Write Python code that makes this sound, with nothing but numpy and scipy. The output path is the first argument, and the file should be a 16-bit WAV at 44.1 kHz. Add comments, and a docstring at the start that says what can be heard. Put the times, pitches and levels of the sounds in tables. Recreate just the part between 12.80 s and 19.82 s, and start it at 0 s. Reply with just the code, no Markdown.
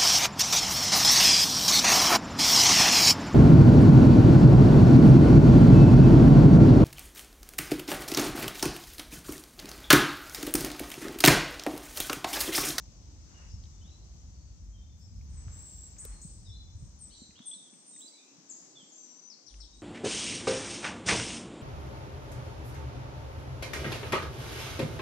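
"""Birds around a woodland picnic table

Small birds near and far sing gliding, wavering sines that scatter among the trunks as dying noise.
Coloured noise makes the hiss of the wood, a dull far drone, light wind on the microphone and brushing cloth.
Short noise bursts tick on the table, rounded swings bump it, and deep sines throb in the rumble.
For about two seconds a sliding low-cut takes the rumble away."""
import sys
import numpy as np
from scipy import signal
from scipy.fft import rfft, irfft, next_fast_len
from scipy.io import wavfile

SR = 44100
rng = np.random.default_rng(int(sys.argv[2]) if len(sys.argv) > 2 else 0)


def invert_db(level):
    """Linear amplitude ratio for a level in decibels (20 dB per decade), elementwise."""
    return 10 ** (np.asarray(level, dtype=float) / 20)


def to_wav(s):
    """Save 16-bit WAV."""
    ch = np.atleast_2d(s).T  # columns
    pcm = np.round(np.clip(ch, -1, 1) * 32767)  # PCM
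    wavfile.write(sys.argv[1], SR, pcm.astype(np.int16))


N = 309582  # samples

# Colour of the wood's background hiss. Each row: frequency in Hz, relative level in dB per Hz.
WOOD_COLOUR = [(100, -30.5), (200, -30), (300, -26), (400, -34.5), (800, -37.5), (1700, -45), (3300, -45.5),
               (4600, -40.5), (6200, -32), (8000, -44.5), (9200, -68.5), (11000, -98), (12000, -98),
               (13000, -66.5)]
WOOD_DB = -60
# Left-right likeness of every noise bed. Each row: frequency in Hz, correlation from -1 to 1.
LIKENESS = [(45, .93), (130, .82), (250, .88), (700, .4), (1400, -.1), (10000, -.15), (13000, .6)]
# Lean of every noise bed to the left. Each row: frequency in Hz, left over right in dB.
NOISE_LEAN = [(60, -1), (240, 1.0), (950, -2), (3770, 5.5), (15000, 6.5)]
# Colour of the dull far drone. Each row: frequency in Hz, relative level in dB per Hz.
DRONE_COLOUR = [(60, -0.5), (130, 9), (220, 2), (320, -40)]
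# Fader of the drone. Each row: time in seconds, level in dB.
DRONE_LEVEL = [(0, -61.5), (4.5, -71), (6.5, -72), (6.7, -81)]
# Colour of wind on the microphone. Each row: frequency in Hz, relative level in dB per Hz.
RUMBLE_COLOUR = [(22, -31), (33, -24), (42, 3.5), (75, 4.5), (110, -6.5), (200, -14.5), (700, -64)]
# Gusts and lulls of the wind. Each row: time in seconds, rumble level in dB.
WIND_LEVEL = [(0, -49.5), (.62, -51), (.76, -43.5), (.9, -50), (2.05, -49), (2.25, -50.5), (2.4, -42),
              (2.65, -44), (2.9, -50.5), (4.05, -46.5), (4.3, -59), (4.6, -66.5), (6.6, -67.5), (7.02, -63)]
# Deep throbs in the rumble. Each row: start in seconds, length in seconds, peak in dB.
THROBS = [(1.795, 0.22, -43), (3.261, 0.11, -38), (6.703, .18, -44.5), (6.9, .12, -54)]
THROB_HZ = 50.3
# Soft bumps through the table. Each row: start in seconds, envelope peak in dB, pitch in Hz.
BUMPS = [(0.739, -30.5, 88), (2.667, -33.5, 105), (3.449, -37, 158), (3.692, -34.5, 90.4), (3.948, -37, 94),
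         (4.023, -37, 126), (4.418, -43, 232), (4.49, -49, 191), (4.602, -44.5, 223), (4.76, -52.5, 200),
         (4.93, -51, 230), (5.244, -52, 263), (5.582, -52, 163), (6.029, -51, 198)]
# Colour of brushing cloth. Each row: frequency in Hz, relative level in dB per Hz.
CLOTH_COLOUR = [(250, -11), (500, -10.5), (1100, -6), (2200, -9.5), (3500, -19.5), (9000, -26.5),
                (12000, -81)]
# Strokes of hand and cloth. Each row: loudest moment, swell and fade in seconds, level in dB.
BRUSHES = [(.62, .16, 0.12, -62), (2.74, 0.31, 0.17, -65), (3.251, 0.14, 0.34, -68.5),
           (4.59, 0.076, 0.12, -69), (6.8, 0.017, 0.022, -68)]
# Small ticks. Each row: start in seconds, peak in dB, band centre in Hz, band width in octaves.
TICKS = [(0.838, -45.5, 3900, 0.57), (0.855, -51, 3680, 0.49), (1.094, -57, 3400, .4),
         (2.411, -58.5, 2300, 0.35), (2.682, -49, 1210, 1.3), (2.892, -61, 2800, 1.2),
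         (3.166, -55.5, 2280, 0.31), (3.251, -33.5, 6940, 4.6), (3.251, -44, 14300, 0.31),
         (3.251, -43.5, 470, 0.48), (4.508, -56.5, 2280, 0.43), (4.565, -54, 4100, .4),
         (4.592, -50, 1540, 2.8), (4.937, -55.5, 2570, .6), (5.163, -55, 2060, 0.48),
         (6.742, -48.5, 2800, 1.2)]
TRUNKS_T60_S = 0.72

# Most bird tables share one layout: start and length in seconds, first and last pitch in Hz, peak in dB.
# These peaks hold before panning and flutter.
# Blurred calls at the edge of hearing, in that layout.
BLURRED = [(.525, .12, 2905, 2807, -73), (.545, 0.11, 2720, 2605, -77), (1.04, 0.082, 2950, 2650, -81),
           (1.51, 0.16, 4600, 4460, -76), (3.31, 0.1, 4280, 4174, -72.5), (4.35, 0.081, 5820, 6080, -70),
           (4.64, .12, 6260, 5700, -65.5), (4.84, 0.058, 6230, 5860, -70), (5.09, 0.091, 7340, 6460, -66.5),
           (5.32, 0.2, 2230, 2713, -74)]
# Unsteady twitter, in that layout.
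TWITTER = [(4.3, 0.015, 3510, 4400, -64), (4.31, 0.029, 3030, 3340, -67), (4.317, 0.028, 4340, 4320, -60.5),
           (4.337, 0.016, 4280, 3620, -56), (4.348, 0.0091, 4630, 4800, -60), (4.366, .01, 4610, 3880, -56),
           (4.4, 0.039, 4306, 3874, -58.5), (4.53, 0.032, 2930, 3450, -86.5), (4.555, .04, 3035, 3760, -60)]
# Long buzzy calls. Each row: left over right in dB, echo send in dB, and a list of breakpoints.
# Each breakpoint: time in seconds, pitch in Hz, level in dB.
BUZZES = [(4.6, 3.9, [(2.72, 7560, -54), (2.8, 7740, -52), (2.88, 8060, -58.5), (2.95, 8220, -68)]),
          (0.5, 1.3, [(2.85, 7590, -53.5), (3.05, 7640, -50.5), (3.16, 7100, -75)]),
          (0.5, 1.8, [(5.03, 9050, -77), (5.07, 8680, -55), (5.18, 8010, -50), (5.22, 7410, -46.5)])]
# Buzzy two-voiced upward flicks. Each row: start in seconds, peak in dB.
FLICKS = [(3.182, -46.5), (3.413, -49.5)]
# Lower, then upper voice of a flick. 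Each row: first and last pitch in Hz.
FLICK_HZ = [(5400, 7300), (6200, 8600)]
# Lengths of the lower and upper voice, in seconds.
FLICK_S = [0.0158, .035]
FLICK_LAG_S = .003  # the lower voice enters later
# A far bird on the left with a two-voiced whistle. Each row: start in seconds, peak in dB.
PAIRS = [(.69, -69), (2.2, -72.5), (3.65, -71)]
# The two voices of that whistle. Each row: first and last pitch in Hz.
PAIR_HZ = [(4920, 5000), (5400, 5430)]
PAIR_S = .1
# A bird far among the trunks that falls, holds and steps up, in the shared layout.
FAR_PHRASE = [(1.2, 0.072, 4160, 4300, -79), (1.93, 0.042, 3280, 3140, -73), (1.98, .16, 3600, 3526, -77),
              (3.65, 0.04, 3970, 3540, -61.5), (3.69, 0.031, 3506, 3547, -59),
              (3.715, 0.056, 4000, 4086, -60)]
# Lower whistles from deeper in the wood, gently gliding or falling, in the shared layout.
MELLOW = [(.93, 0.14, 3570, 3470, -78), (1.012, 0.029, 3010, 3140, -65), (1.11, 0.078, 3950, 4060, -65.5),
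          (4.618, 0.076, 3410, 3506, -59), (4.68, 0.038, 3760, 3800, -63),
          (4.713, 0.028, 3394, 3530, -46.5), (4.738, 0.018, 4400, 3850, -56),
          (4.76, 0.1, 3750, 3610, -62.5), (4.865, 0.025, 3420, 3200, -64), (5.13, 0.055, 3860, 3530, -65),
          (5.33, 0.061, 4090, 3900, -61), (5.37, 0.076, 3617, 3640, -66.5), (5.955, 0.08, 3620, 3046, -56),
          (6.93, 0.073, 3774, 3920, -63.5)]
# Lower whistles that climb, in the shared layout.
CLIMBS = [(1.045, .05, 3150, 3880, -67), (5.205, 0.021, 2860, 3660, -59.5), (5.215, 0.061, 3720, 4060, -56),
          (5.275, 0.013, 4200, 4860, -53)]
# High whistles, most of them nearly level, in the shared layout.
LEVEL_HIGH = [(4.36, .09, 7320, 7600, -62), (4.36, 0.069, 7310, 7120, -62), (4.714, .03, 8300, 7900, -46),
              (4.965, 0.058, 8550, 8280, -60), (5.89, 0.16, 8430, 6730, -70.5),
              (5.99, 0.36, 7720, 7430, -61), (6.1, 0.075, 7000, 6950, -60),
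              (6.935, 0.087, 8290, 8340, -65.5)]
# Thin high whistles that fall, in the shared layout.
SEEPS = [(2.49, .23, 8590, 7600, -60), (3.95, 0.15, 8770, 8020, -67.5), (4.19, .074, 9250, 7850, -45.5),
         (4.62, .045, 8800, 8350, -64), (4.655, 0.058, 9220, 7950, -38.5), (4.905, .075, 9030, 8280, -57.5),
         (6.66, 0.13, 9300, 8730, -71), (6.77, .09, 8960, 8000, -65)]
# Quick whistles, nearly all dropping in pitch, in the shared layout.
DROPS = [(6.5, 0.044, 5780, 4130, -44), (6.665, 0.052, 6010, 2990, -48), (6.67, 0.027, 5410, 3020, -56),
         (6.67, 0.021, 5790, 5810, -52.5), (6.803, 0.019, 5710, 5290, -50), (6.805, .045, 5620, 3210, -50),
         (6.805, 0.039, 4840, 3010, -55)]
# Near calls. Each row: left over right in dB, echo send in dB, and a list of breakpoints.
# Each breakpoint: time in seconds, pitch in Hz, level in dB.
NEAR_CALLS = [(8, 3.5, [(5.69, 8190, -56), (5.7, 7330, -45), (5.715, 6520, -47), (5.73, 6320, -54)]),
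              (24, -4, [(6.12, 6470, -53), (6.2, 6170, -54.5), (6.29, 5890, -58.5), (6.36, 5940, -57.5),
              (6.49, 6055, -56)])]

# Lag of the left side in the bass. Each row: frequency in Hz, phase in radians.
LEFT_LAG = [(45, .15), (130, .75), (300, .55), (700, 1.4), (1500, 0)]
# Slide of the low-cut. Each row: time in seconds, corner in Hz.
LOW_CUT = [(4.5, 29.2), (4.66, 161), (5.2, 160), (5.4, 260), (5.6, 126), (5.8, 194), (6.0, 104),
           (6.15, 207), (6.63, 164), (6.71, 30.6)]
TOP_HZ = 15760


def rms_one(x):
    """Scale to unit rms."""
    return x / np.sqrt(np.mean(x ** 2) + 1e-20)


def in_time(rows):
    """Read a (seconds, value) curve at every sample."""
    return np.interp(np.arange(N) / SR, *np.transpose(rows))


def at_hz(points, hz):
    """Read a (Hz, value) curve on a log-frequency axis."""
    curve_hz, values = np.transpose(points)
    return np.interp(np.log(hz), np.log(curve_hz), values)


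def lean_left(db):
    """Gains of left and right, db apart."""
    return invert_db(np.array([[.5], [-.5]]) * db)


def drift(rate_hz, size=N):
    """Slow random motion of unit rms: noise through a two-pole low-pass, drawn every 40 samples."""
    r = np.exp(-80 * np.pi * rate_hz / SR)
    chance = rng.standard_normal(size // 40 + 2002)
    slow = signal.lfilter([1], [1, -2 * r, r * r], chance)[2000:]  # skip the filter's settling
    return np.interp(np.arange(size) / 40, np.arange(len(slow)), rms_one(slow))


def air_noise(colour, patchy_db, rate_hz):
    """Stereo noise of a given colour, in half-octave bands that flicker both together and alone."""
    size = next_fast_len(N)
    hz = np.maximum(np.fft.rfftfreq(size, 1 / SR), 1)
    alike = np.clip(at_hz(LIKENESS, hz), -1, 1)
    mid, side = rfft(rng.standard_normal((2, size))) * invert_db(at_hz(colour, hz))
    pair = np.sqrt(1 + alike) * mid + np.sqrt(1 - alike) * side * [[1], [-1]]
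    pair = pair * lean_left(at_hz(NOISE_LEAN, hz))
    low_hz, high_hz = colour[0][0], colour[-1][0]
    step = np.clip(2 * np.log2(hz / low_hz), 0, 2 * np.log2(high_hz / low_hz))
    together = drift(rate_hz / 4)
    out = 0
    for k in range(int(step.max()) + 2):
        overlap = np.clip(1 - abs(step - k), 0, 1)  # neighbouring bands crossfade
        band = irfft(pair * overlap, size)[:, :N]
        out = out + band * invert_db(patchy_db * (2.2 * together + drift(rate_hz)))
    return rms_one(out)


def wood_hiss():
    """The wood's background with its far chorus: steady coloured noise, hissing in the treble."""
    return invert_db(WOOD_DB) * air_noise(WOOD_COLOUR, patchy_db=.8, rate_hz=3)


def far_drone():
    """A dull drone of low, patchy noise under a moving fader."""
    return invert_db(in_time(DRONE_LEVEL)) * air_noise(DRONE_COLOUR, patchy_db=3, rate_hz=14)


def wind():
    """Wind on the microphone: deep noise that swells with each gust."""
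    return invert_db(in_time(WIND_LEVEL)) * air_noise(RUMBLE_COLOUR, patchy_db=0.5, rate_hz=30.0)


def throbs():
    """Several cycles of one deep sine that swell and fade."""
    out = np.zeros(N)
    for s, length_s, peak_db in THROBS:
        t = np.arange(round(length_s * SR)) / SR
        swell = np.sqrt(np.sin(np.pi * t / length_s))
        out[round(s * SR):][:len(t)] += invert_db(peak_db) * swell * np.sin(2 * np.pi * THROB_HZ * t)
    return out


def bumps(cycles=2.7):
    """A short rounded swing of the table top: a low sine that rises fast and dies away."""
    out = np.zeros(N)
    for s, peak_db, hz in BUMPS:
        t = np.arange(round(3 * cycles / hz * SR)) / SR
        rise = t * hz / (cycles / 4)
        envelope = rise * np.exp(1 - rise)  # peaks at 1
        out[round(s * SR):][:len(t)] += invert_db(peak_db) * envelope * np.sin(2 * np.pi * hz * t)
    return out


def brushing_cloth():
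    """Hands and cloth: noise whose strokes swell and fade, down 20 dB at the swell and fade times."""
    t = np.arange(N) / SR
    strokes = 0
    for s, swell_s, fade_s, level_db in BRUSHES:
        away = np.where(t < s, (s - t) / swell_s, (t - s) / fade_s)
        strokes = strokes + invert_db(level_db - 20 * away ** 2.4)
    return strokes * air_noise(CLOTH_COLOUR, patchy_db=1.5, rate_hz=13)


def ticks(decay_s=0.002):
    """A burst of noise dying in a couple of milliseconds, in a band of its own."""
    out = np.zeros(N)
    decay = np.exp(-np.arange(1024) / SR / decay_s)
    for s, peak_db, hz, octaves in TICKS:
        band = np.clip(hz * 2 ** (np.array([-.5, .5]) * octaves), 50, .45 * SR)
        band_pass = signal.butter(2, band, "band", fs=SR, output="sos")
        tick = signal.sosfilt(band_pass, rng.standard_normal(1024) * decay)
        out[round(s * SR):][:1024] += invert_db(peak_db) * tick / abs(tick).max()
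    return out


def scatter(x, t60_s, onset_s):
    """Many surfaces scatter sound back: dying noise, unrelated at the two sides."""
    t = np.arange(SR) / SR
    tail = rng.standard_normal((2, SR)) * invert_db(-60 * t / t60_s) * np.clip(t / onset_s, 0, 1)
    tail = tail / np.sqrt(np.sum(tail ** 2, axis=1, keepdims=True))
    return signal.fftconvolve(x, tail, axes=1)[:, :N]


def glides(rows, pan_db, echo_db, bend, loudest, start_db, end_db, db_per_octave=0):
    """Pitch moves as (share of the note) ** bend; level swells to its loudest share, then may fade."""
    share = np.linspace(0, 1, 12)
    peak_at = np.clip(loudest, .02, .98)
    swell_db = np.interp(share, [0, peak_at, 1], [min(start_db, 0), 0, min(end_db, 0)])
    notes = []
    for s, length_s, from_hz, to_hz, peak_db in rows:
        hz = from_hz + (to_hz - from_hz) * share ** bend
        level_db = peak_db + swell_db + db_per_octave * np.log2(hz / from_hz)
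        notes.append((pan_db, echo_db, np.transpose([s + length_s * share, hz, level_db])))
    return notes


def sing(notes, waver, waver_hz, flutter_db, octave_db=-np.inf, edge_s=0.00067):
    """Gliding, wavering near-sines (waver a share of pitch); returns direct sound and echo send."""
    direct, sent = np.zeros((2, N)), np.zeros((2, N))
    for pan_db, echo_db, rows in notes:
        s, hz, level_db = np.transpose(rows)
        start, end = round(s[0] * SR), min(round(s[-1] * SR), N)
        t = np.arange(start, end) / SR
        pitch_hz = np.interp(t, s, hz) * (1 + waver * drift(waver_hz, size=len(t)))
        phase = 2 * np.pi * np.cumsum(pitch_hz) / SR
        edges = np.clip(np.minimum(t - s[0], s[-1] - t) / edge_s, 0, 1)
        note = np.sin(phase) + invert_db(octave_db) * np.sin(2 * phase)
        note = note * edges * invert_db(np.interp(t, s, level_db) + flutter_db * drift(43, size=len(t)))
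        sides = lean_left(pan_db)
        direct[:, start:end] += sides / sides.mean() * note
        sent[:, start:end] += invert_db(echo_db) * np.sqrt(sides) * note
    return np.array([direct, sent])


def far_flock(count):
    """Notes of distant birds at random, barely out of the hiss: short whistles heard mostly as echo."""
    notes = []
    for when, pitch, glide, length, side, loud in rng.random((count, 6)):
        s, length_s = when * (N / SR - .2), .03 + .12 * length
        hz, level_db = 4400 * 2 ** (.8 * pitch), -81 + 6 * loud
        end_hz = hz * (.94 + .1 * glide)
        notes.append((12 * side - 4, 5, [(s, hz, level_db), (s + length_s, end_hz, level_db)]))
    return notes


def blurred_calls():
    """Faint wavering calls, sent more to the trunks than to the ear."""
    notes = glides(BLURRED, pan_db=-7.0, echo_db=6.0, bend=.9, loudest=0.96, start_db=-1, end_db=-1.0)
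    return sing(notes, waver=0.0152, waver_hz=67, flutter_db=4.5)


def twitter():
    """Rapid short glides, unsteady through a wide pitch waver."""
    notes = glides(TWITTER, pan_db=1.0, echo_db=5.0, bend=0.875, loudest=0.27, start_db=1.5, end_db=-0.5)
    return sing(notes, waver=0.0294, waver_hz=72, flutter_db=1.0)


def buzzes():
    """Long calls roughened by fast pitch waver, with a faint octave."""
    return sing(BUZZES, waver=0.0119, waver_hz=155, flutter_db=-1.0, octave_db=-24)


def flicks():
    """Buzzy two-voiced upward glides; the upper voice is heard mostly as echo."""
    low, high = [[(s + lag_s, length_s, *hz, peak_db) for s, peak_db in FLICKS]
                 for hz, length_s, lag_s in zip(FLICK_HZ, FLICK_S, [FLICK_LAG_S, 0])]
    notes = (glides(low, pan_db=8.5, echo_db=-2.5, bend=.35, loudest=0.32, start_db=8.0, end_db=-6)
             + glides(high, pan_db=3.5, echo_db=10.5, bend=0.199, loudest=0.029, start_db=-6.0, end_db=-7.5))
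    return sing(notes, waver=0.015, waver_hz=190, flutter_db=1.0, octave_db=-27)


def whistles():
    """Clear near-sines, each kind from its own place, with the far flock behind them."""
    pairs = [(s, PAIR_S, *hz, peak_db) for s, peak_db in PAIRS for hz in PAIR_HZ]
    notes = far_flock(count=30)
    notes += glides(pairs, pan_db=22.0, echo_db=4.0, bend=0.82, loudest=0.35, start_db=3.0, end_db=-9)
    notes += glides(FAR_PHRASE, pan_db=5, echo_db=6.5, bend=0.78, loudest=0.45, start_db=-3.0, end_db=3.0)
    notes += glides(MELLOW, pan_db=-0.5, echo_db=-1.5, bend=0.81, loudest=0.45, start_db=-0.5, end_db=-6.0)
    notes += glides(CLIMBS, pan_db=-9, echo_db=-1.5, bend=0.42, loudest=.45, start_db=0, end_db=0.0)
    notes += glides(LEVEL_HIGH, pan_db=-4.0, echo_db=0.6, bend=0.7, loudest=0.96, start_db=-3.0, end_db=0.5)
    notes += glides(SEEPS, pan_db=5.5, echo_db=-2.5, bend=.6, loudest=0.35, start_db=-15, end_db=-4.5)
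    notes += glides(DROPS, pan_db=14, echo_db=0.0, bend=0.68, loudest=0.11, start_db=2, end_db=-1.0,
                    db_per_octave=20.0)
    notes += NEAR_CALLS
    return sing(notes, waver=.003, waver_hz=150, flutter_db=2.5, octave_db=-49)


def scene():
    """Birds and table sounds in the wood's echo, over wind and background."""
    ground = (wind() + far_drone() + bumps() + throbs()) * lean_left(1.2)
    table = ticks()
    direct, sent = blurred_calls() + twitter() + buzzes() + flicks() + whistles()
    leaves = invert_db(-8) * scatter(direct, 0.2, 0.0067)  # foliage near the singers blurs each note
    trunks = scatter(sent + invert_db(-21) * table, TRUNKS_T60_S, 0.005)
    return wood_hiss() + ground + brushing_cloth() + table + trunks + leaves + direct


def top_cut(x):
    """Nothing passes above the cut-off."""
    return signal.sosfilt(signal.butter(12, 15760, fs=SR, output="sos"), x)


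def record(dry, slope=5.3):
    """Two close ports shift the bass between the sides; a steep low-cut slides and the top is cut."""
    hz, s, frames = signal.stft(dry, SR, nperseg=4096, noverlap=3584)
    corner_hz = np.interp(s, *np.transpose(LOW_CUT))
    frames[0] *= np.exp(-1j * at_hz(LEFT_LAG, hz + 1))[:, None]
    hz = hz[:, None]
    low_cut = 1 / np.sqrt(1 + (corner_hz / (hz + 1)) ** (2 * slope))
    frames = frames * (hz < TOP_HZ) * low_cut
    mix = signal.istft(frames, SR, nperseg=4096, noverlap=3584)[1][:, :N]
    return top_cut(mix)


dry = scene()
out = record(dry)
to_wav(out)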